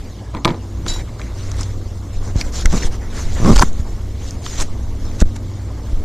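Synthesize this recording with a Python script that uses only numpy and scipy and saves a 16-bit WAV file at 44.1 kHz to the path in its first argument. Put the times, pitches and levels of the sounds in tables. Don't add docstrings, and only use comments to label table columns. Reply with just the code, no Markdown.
import sys
import numpy as np
from scipy import signal
from scipy.fft import rfft, irfft
from scipy.io import wavfile
from scipy.ndimage import uniform_filter1d, minimum_filter1d

SR = 44100
rng = np.random.default_rng(int(sys.argv[2]) if len(sys.argv) > 2 else 0)


def gain_from_db(level_db):
    decades = np.asarray(level_db, float) / 20
    return 10 ** decades


def wav_record(signal):
    frames = np.transpose(np.atleast_2d(signal))
    bounded = np.clip(frames, -1, 1)
    quanta = np.round(bounded * 32767).astype(np.int16)
    wavfile.write(sys.argv[1], SR, quanta)


N = 266708

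# f/Hz, relative level/dB
AIR_SPECTRUM = [(60, -34), (130, -1.5), (300, -3), (600, -9.5), (1200, -10.5), (2200, -57), (2700, -22),
                (7000, -23), (10000, -37), (15000, -59)]
# f/Hz, width/Hz, rms level/dB before the swell, steady tone's amplitude against the waver
HUM_BANDS = [(58.3, 11.7, -29.5, 0.5), (94.9, 2.6, -29.5, 1.33), (114.3, 6.6, -37.5, 0.089),
             (183.5, 8.3, -48.5, 0.084), (228.5, 1.9, -45, 1.7), (280.3, 6.2, -46.5, 0.19),
             (337, 4.6, -49, .1)]
# t/s, level/dB
HUM_SWELL = [(0, -4.5), (.7, 0), (1.4, -1.5), (2, -2), (2.8, 0), (3.6, -1), (4.3, -2), (5, 0.5), (5.5, 1.5),
             (6.05, -2.5)]
# f/Hz, relative level/dB
HISS_SPECTRUM = [(1470, -4.5), (2500, -9), (3560, -2.5), (4760, -3), (5660, -0.5), (6630, 0), (7400, -3.5),
                 (8300, -10.5), (10100, -17.5), (13700, -23.5), (14700, -27), (15000, -76)]
# f/Hz, relative level/dB
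SCRAPE_SPECTRUM = [(250, 12), (500, 4), (900, 1.5), (1220, -2.5), (1600, -3.5), (2200, -1.5), (2900, -21.5),
                   (5000, -35)]
# start t/s, length/s, loudest hiss level/dB, loudest scrape level/dB,
# swell from start to end/dB
STROKES = [(0.34, .05, -55, -29, 0), (0.465, 0.11, -42, -20.5, -21), (0.858, 0.019, -41, -29, 0),
           (0.879, 0.086, -28, -36, -11), (0.97, 0.057, -39, -30, -6.5), (1.183, 0.15, -45.5, -36, -5.5),
           (1.359, 0.17, -41, -44.5, -2), (1.518, 0.1, -33.5, -33.5, 17), (1.6, 0.13, -41, -40, -6),
           (2.123, .06, -45, -58, -1), (2.227, 0.1, -43, -43, -4.5), (2.349, 0.073, -29.5, -28, 15),
           (2.436, 0.063, -40, -35, -2.5), (2.53, 0.1, -30, -41, 1.5), (2.643, 0.044, -41, -34, -1),
           (2.698, 0.098, -27.5, -36, 6.5), (2.798, 0.08, -30.5, -34, 3), (2.916, 0.049, -37, -36, -5),
           (3.015, 0.071, -47, -33.5, -3.5), (3.084, 0.12, -30.5, -31, 17.5), (3.2, 0.11, -33, -35, -13),
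           (3.287, 0.29, -31, -30.5, 7.5), (3.459, 0.089, -29, -25, -1), (3.557, 0.044, -19, -23, -1),
           (3.609, 0.019, -17, -17, 5), (3.636, 0.059, -32.5, -62, -6.5), (3.752, .06, -39.5, -47, 9),
           (3.863, .1, -48, -60, -7), (4.205, 0.089, -40, -55, 5), (4.273, 0.095, -37.5, -62, -11.5),
           (4.436, 0.15, -33.5, -50, -2.3), (4.572, 0.053, -21, -28, 12.5), (4.61, 0.08, -29, -50, -26),
           (5.02, 0.16, -46, -64, 0), (5.181, 0.042, -19.5, -23, 24), (5.357, 0.011, -35, -36, -0.5),
           (5.47, 0.063, -62, -53, -2.5), (5.853, 0.081, -47.5, -43, 3)]
# t/s, effort/dB
EFFORT = [(0, 5), (.39, -35), (.6, -13), (.99, 5), (1.18, -10), (1.55, 3), (1.75, 0.5), (2.05, -2.5),
          (2.3, 3.5), (2.76, 12), (3.03, 0.5), (3.18, 11), (3.27, 4), (3.4, 13.5), (3.59, 17), (3.72, 4),
          (4.58, 3), (4.78, 0.5), (5, 5.5), (5.5, -6), (5.81, 0), (6.05, 9.5)]
# f/Hz, relative level/dB
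RUMBLE_SPECTRUM = [(3, -12), (8, 11), (20, 24.5), (45, 8.5), (75, 18), (120, -52)]
# f/Hz, relative level/dB
DULL_SPECTRUM = [(60, -9), (130, -1), (300, -5), (600, -11.5), (1200, -38)]
# t/s, f/Hz, level/dB before flutter and fade
HINGE_WHISTLE = [(.19, 1640, -62), (.23, 1660, -54), (.29, 1680, -51), (.33, 1650, -60)]
# t/s, wood peak level/dB, crack peak level/dB, low thud relative to wood/dB
KNOCKS = [(0.343, -23, -44, -4), (0.349, -13.5, -34, -3), (0.369, -25, -29, -11), (0.448, -10, -24, -20),
          (0.454, 2.5, -9, -5.5), (0.478, -8.5, -16, -10), (0.485, -17.5, -24, 5), (0.491, -20, -22.5, 7),
          (0.505, -15.5, -25.5, -11), (0.512, -32.5, -31, 18.5), (0.545, -25, -36, 6),
          (0.863, -22, -29, 0.5), (0.962, -22, -25.5, -11)]
# f/Hz, relative level/dB, t60/s
DOOR_MODES = [(250, 0, .06), (340, -5, .06), (180, -8, .08), (460, -8, .04), (680, -8, .022),
              (900, -3, .022), (985, 1, .03), (1190, -4, .02), (2230, -9, .01), (3900, -9, .007)]
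# t/s, peak level/dB
RATTLES = [(.8814, -15), (.9, -20), (.918, -23), (.937, -20), (.963, -28)]
# f/Hz, relative level/dB, t60/s
LATCH_MODES = [(3908, -1, .19), (5572, -2, .12), (6304, -11, .1), (7063, 0, .14), (8936, -17, .12),
               (10410, -20, .15), (11640, -18, .1), (14000, -26, .1)]
# t/s, snap peak level/dB, snap f/Hz, knock relative to snap/dB, knock f/Hz
TICKS = [(0.4482, -1.5, 3900, -8.5, 2180), (0.4535, -15, 4000, 10, 990), (.8645, -20.5, 4200, 0, 1380),
         (1.1957, -27.5, 3940, 1.5, 1250), (1.2155, -25.5, 4000, 1, 2270), (1.516, -19.5, 5200, -8, 1400),
         (1.5913, -28, 7400, 2, 1190), (1.6102, -12.5, 6660, -11, 1210), (1.6314, -17, 5060, -27, 1150),
         (2.3644, -26.5, 6230, -15, 961), (2.4117, -9.5, 5070, -7, 2270), (2.6572, -6.5, 6100, 2, 1800),
         (2.7279, -15.5, 6200, -4.5, 980), (2.824, -24.5, 5560, 2, 2330), (2.8325, -15, 5660, -3.5, 2010),
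         (3.4472, -18, 3100, -0.5, 890), (3.459, -17.5, 6140, 4, 940), (3.5608, -6.5, 4640, -15, 982),
         (3.5667, -15.5, 6080, 2.5, 906), (3.5776, -3, 4240, -11, 1160), (3.594, -3, 5700, -3.5, 1110),
         (3.6017, -10, 6550, -18, 1190), (3.6113, -17, 5240, -1, 1030), (3.6191, -17, 6000, 10.5, 1110),
         (3.6215, -16.5, 6530, 5, 1190), (3.6236, -9, 6600, 13.5, 1085), (3.6303, -14.5, 6380, 6.5, 1190),
         (3.7309, -26.5, 6850, -22, 1040), (4.221, -37, 3600, -8, 974), (4.3082, -17.5, 6500, -30, 1170),
         (4.4636, -15.5, 3760, -5, 1170), (4.601, -17, 4370, -2, 1050), (4.609, -12, 5660, -27, 1190),
         (4.62, -18, 6400, -10, 1110), (5.2033, -13, 6800, -12, 2660), (5.2133, -15.5, 6590, -5, 1610),
         (5.2188, -16.5, 6750, 15, 1020), (5.365, -35, 6760, 2, 1080)]
# t/s, nominal pressure/full scales (push +, pull -), starting f/Hz,
# share of that frequency finally approached, t60/s
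PRESSES = [(.893, 0.33, 42, 0.39, 0.31), (1.47, 0.12, 15, .9, 0.38), (1.86, 0.2, 24, 0.82, 0.11),
           (2.159, 0.3, 23.5, 0.86, 0.78), (2.358, -.75, 220, .13, .12), (2.654, -1, 96, 0.11, 0.4),
           (2.846, -0.8, 45, 0.039, 0.26), (3.251, 0.6, 20, 0.84, 0.27), (3.335, 0.36, 19, .9, 0.23),
           (3.39, 1.08, 2.1, 1, 1.9), (3.558, -1, 66, .45, .5), (3.633, -2.24, 310, .54, 0.013),
           (3.638, -.68, 4.4, .36, .68), (3.796, 1.1, 64, .98, 0.024), (3.896, 0.4, 32, 0.86, 0.13),
           (4.59, 0.45, 45, 0.076, 0.63), (5.218, 3.06, 104, 0.068, .17), (5.222, -2.5, 325, 0.54, 0.016),
           (5.93, 0.43, 73, 0.14, 0.67)]
# t/s, mean rate/slips a second, highest slip level/dB
CREAKS = [
    [(2.72, 119, -9), (2.745, 154, -3), (2.78, 136, -11.5)],
    [(3.385, 61, -8), (3.43, 101, -2), (3.48, 170, 3), (3.51, 162, 6), (3.535, 187, -2.5)],
]
# f/Hz, relative level/dB, t60/s
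CASE_MODES = [(960, -6, 0.023), (1140, 35, 0.017), (1670, -38, 0.075), (2040, -23, 0.019)]
# t/s, length/s before 90 extra samples, treble loss/dB
SEALS = [(3.572, 0.0055, 17), (3.581, 0.0035, 16), (5.223, 0.03, 20)]
# f/Hz, chance that a patch differs left and right
APART = [(3800, 0.0038), (4500, 0.093), (7000, 0.29), (10000, .75), (14000, 0.57)]
# f/Hz, level/dB
TOP_EDGE = [(14100, 0), (14500, -31)]


def read(points, hz):
    f, value = np.transpose(points)
    return np.interp(np.log(hz + 1), np.log(f + 1), value)


def along(rows):
    s, *columns = np.transpose(rows)
    return [np.interp(np.arange(N) / SR, s, c) for c in columns]


def evened(x):
    return x / np.sqrt(np.mean(x ** 2) + 1e-20)


def add(mix, s, sound):
    part = mix[round(s * SR):][:len(sound)]
    part += sound[:len(part)]


def coloured(x, spectrum):
    gain = gain_from_db(read(spectrum, np.fft.rfftfreq(N, 1 / SR)))
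    return evened(irfft(rfft(x) * gain, N))


def patchy(patchy_db):
    a, b, patches = rng.standard_normal((N // 128 + 5, 257, 3)).T
    patches = uniform_filter1d(patches, size=10, axis=0)
    patches = evened(uniform_filter1d(patches, size=12, axis=1))
    return signal.istft((a + 1j * b) * gain_from_db(patchy_db * patches), nperseg=512, noverlap=384)[1][:N]


def ring(modes, spread):
    t = np.arange(SR // 4) / SR
    chance = rng.standard_normal((len(modes), 2))
    out = np.zeros(len(t))
    for (hz, db, t60), (strength, detune) in zip(modes, chance):
        fade = gain_from_db(db + 3 * strength - 60 * t / t60)
        out += fade * np.sin(2 * np.pi * hz * (1 + spread * detune) * t)
    return out / abs(out).max()


def puff(hz, width, t60):
    t = np.arange(SR // 20) / SR
    burst = rng.standard_normal(len(t)) * gain_from_db(-60 * t / max(t60, .002))
    burst = signal.lfilter(*signal.butter(2, 9500, fs=SR), burst)
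    peak = signal.iirpeak(hz, hz / width, SR)
    resonant = signal.lfilter(*peak, signal.lfilter(*peak, burst))
    out = resonant + 0.027 * burst
    return out / abs(out).max()


def air():
    hz = np.fft.rfftfreq(N, 1 / SR)
    spectrum = rfft(rng.standard_normal(N))
    t = np.arange(N) / SR
    hum = np.zeros(N)
    for f, width, db, tone in HUM_BANDS:
        waver = evened(irfft(spectrum / (1 + ((hz - f) / width * 2) ** 2), N))
        hum += gain_from_db(db) * evened(waver + tone * np.sin(2 * np.pi * f * t))
    wash = gain_from_db(-42.5) * coloured(patchy(patchy_db=3.5), AIR_SPECTRUM)
    return hum * gain_from_db(along(HUM_SWELL)[0]) + wash


def strokes():
    # hiss dB, scrape dB, and dB gained per dB of effort
    grip_db, grip_follows = np.array([[-52.5], [-45]]), 0.1
    shortest_fade_s, touch_share, lift_share = 0.012, 0.37, 0.33
    power = gain_from_db(2 * (grip_db + grip_follows * along(EFFORT)[0]))
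    for s, length, hiss_db, scrape_db, swell_db in STROKES:
        touch = shortest_fade_s + touch_share * length
        lift = shortest_fade_s + lift_share * length
        t = np.arange(-touch / 2, length + lift / 2, 1 / SR)
        fade = np.minimum(.5 + t / touch, .5 + (length - t) / lift)
        ends = np.sin(np.pi / 2 * np.clip(fade, 0, 1)) ** 2
        shape = ends * gain_from_db(swell_db * np.clip(t / length, 0, 1) - max(swell_db, 0))
        add(power[0], s - touch / 2, (gain_from_db(hiss_db) * shape) ** 2)
        add(power[1], s - touch / 2, (gain_from_db(scrape_db) * shape) ** 2)
    return power


def rubbing():
    hiss, scrape = np.sqrt(strokes())
    grit = gain_from_db(1.3 * evened(uniform_filter1d(rng.standard_normal(N), size=70)))
    noise = patchy(patchy_db=2.5) * grit
    return hiss * coloured(noise, HISS_SPECTRUM) + scrape * coloured(noise, SCRAPE_SPECTRUM)


def sway():
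    effort_db = along(EFFORT)[0]
    rumble = gain_from_db(-28 + effort_db) * coloured(rng.standard_normal(N), RUMBLE_SPECTRUM)
    dull = gain_from_db(-38 + 0.23 * effort_db) * coloured(patchy(patchy_db=1.5), DULL_SPECTRUM)
    return rumble + dull


def hinge():
    hz, db = along(HINGE_WHISTLE)
    inside = slice(round(HINGE_WHISTLE[0][0] * SR), round(HINGE_WHISTLE[-1][0] * SR))
    flutter = 1 + .9 * evened(uniform_filter1d(rng.standard_normal(N), size=350))
    whistle = gain_from_db(db) * flutter * np.sin(2 * np.pi * np.cumsum(hz) / SR)
    out = np.zeros(N)
    out[inside] = whistle[inside] * np.hanning(inside.stop - inside.start) ** 0.5
    return out


def knocks():
    out = np.zeros(N)
    for s, db, crack_db, thud_db in KNOCKS:
        add(out, s, gain_from_db(db) * ring(DOOR_MODES[4:], spread=0.026))
        add(out, s, gain_from_db(db + thud_db) * ring(DOOR_MODES[:4], spread=0.022))
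        add(out, s, gain_from_db(crack_db) * puff(3560, width=1700, t60=0.012))
    return out


def latch():
    out = np.zeros(N)
    for s, db in RATTLES:
        add(out, s, gain_from_db(db) * ring(LATCH_MODES, spread=.002))
        add(out, s, gain_from_db(db - 2.5) * puff(4400, width=2300, t60=0.045))
    return out


def hall(x):
    level_db, t60_s = -13.5, 0.17
    t = np.arange(SR // 4) / SR
    tail = rng.standard_normal(len(t)) * gain_from_db(-60 * t / t60_s) * (t > .004)
    tail = signal.lfilter(*signal.butter(2, 650, fs=SR), tail)
    return x + gain_from_db(level_db) * signal.oaconvolve(x, tail / np.linalg.norm(tail))[:N]


def door():
    return hall(hinge() + knocks() + latch())


def ticks():
    out = np.zeros(N)
    for s, db, hz, knock_db, knock_hz in TICKS:
        add(out, s, gain_from_db(db) * puff(hz, width=2860, t60=.009))
        add(out, s, gain_from_db(db + knock_db) * puff(knock_hz, width=600, t60=.016))
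    return out


def presses():
    pull_limit = .64
    out, t = np.zeros(N), np.arange(SR // 4) / SR
    end_fade = signal.windows.tukey(2 * len(t), .3)[len(t):]
    for s, pressure, hz, share, t60 in PRESSES:
        turns = hz * t * (share + (1 - share) / (1 + t * hz * 0.97))
        swing = np.sin(2 * np.pi * np.minimum(turns, 2))
        swing *= 1 - np.exp(-9 * hz * t)
        add(out, s, pressure * gain_from_db(-60 * t / t60) * swing * end_fade)
    return np.where(out < 0, pull_limit * np.tanh(out / pull_limit), out)


def creaks():
    train = np.zeros(N)
    for rows in CREAKS:
        rate, db = along(rows)
        inside = slice(round(rows[0][0] * SR), round(rows[-1][0] * SR))
        uneven = evened(uniform_filter1d(rng.standard_normal(N), size=250))
        pace = rate[inside] * (1 + 0.5 * uneven[inside])
        at = inside.start + np.flatnonzero(np.diff(np.floor(np.cumsum(pace) / SR)) > 0)
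        train[at] = gain_from_db(db[at] - 6.1 * rng.random(N)[at])
    u = np.arange(600) / SR / .0006
    dip = -(u / 2) ** 2 * np.exp(2 - u)
    rebound = .12 * (u / 7) ** 4 * np.exp(4 - 4 * u / 7)
    tap = gain_from_db(-17.5) * ring(CASE_MODES, spread=0.011)[:600]
    return signal.oaconvolve(train, dip + rebound + tap)[:N]


def seal(heard):
    loss_db = np.zeros(N)
    for s, length, db in SEALS:
        add(loss_db, s, db * signal.windows.tukey(round(length * SR) + 90, .3))
    low = signal.sosfiltfilt(signal.butter(2, 300, fs=SR, output="sos"), heard)
    return low + (heard - low) / gain_from_db(loss_db)


def scene():
    heard = air() + door() + rubbing() + ticks()
    mono = seal(heard) + presses() + creaks() + sway()
    return np.array([mono, mono])


def apart(x):
    hz, t, z = signal.stft(x, SR, nperseg=1024)
    chance = rng.random((len(t) // 2 + 1, 24))[np.arange(len(t)) // 2].T
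    chance = chance[np.minimum(hz // 900, 23).astype(int)]
    power = uniform_filter1d(abs(z) ** 2, size=9, axis=1)
    treble = power[0, hz > 3000].sum(0)
    steady = treble < gain_from_db(17) * minimum_filter1d(treble, size=5)
    peaks = 1. * (abs(z[0]) ** 2 > 4.3 * power[0])
    plain = uniform_filter1d(peaks, size=9, axis=0) < 1e-6
    a, b = rng.standard_normal((len(t), len(hz), 2, 2)).T
    share = read(APART, hz) * (hz > APART[0][0])
    turned = (chance < share[:, None]) & steady & plain
    mixed = np.where(turned, np.sqrt(power) * (a + 1j * b), z)
    return signal.istft(mixed * gain_from_db(read(TOP_EDGE, hz))[:, None], SR, nperseg=1024)[1][:, :N]


def band_limit(x):
    return signal.sosfilt(signal.butter(12, 15320, fs=SR, output="sos"), x)


def record(dry):
    knee = dry / (1 + abs(dry / .99) ** 8) ** (1 / 8)
    mix = apart(knee)
    return band_limit(mix)


dry = scene()
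out = record(dry)
wav_record(out)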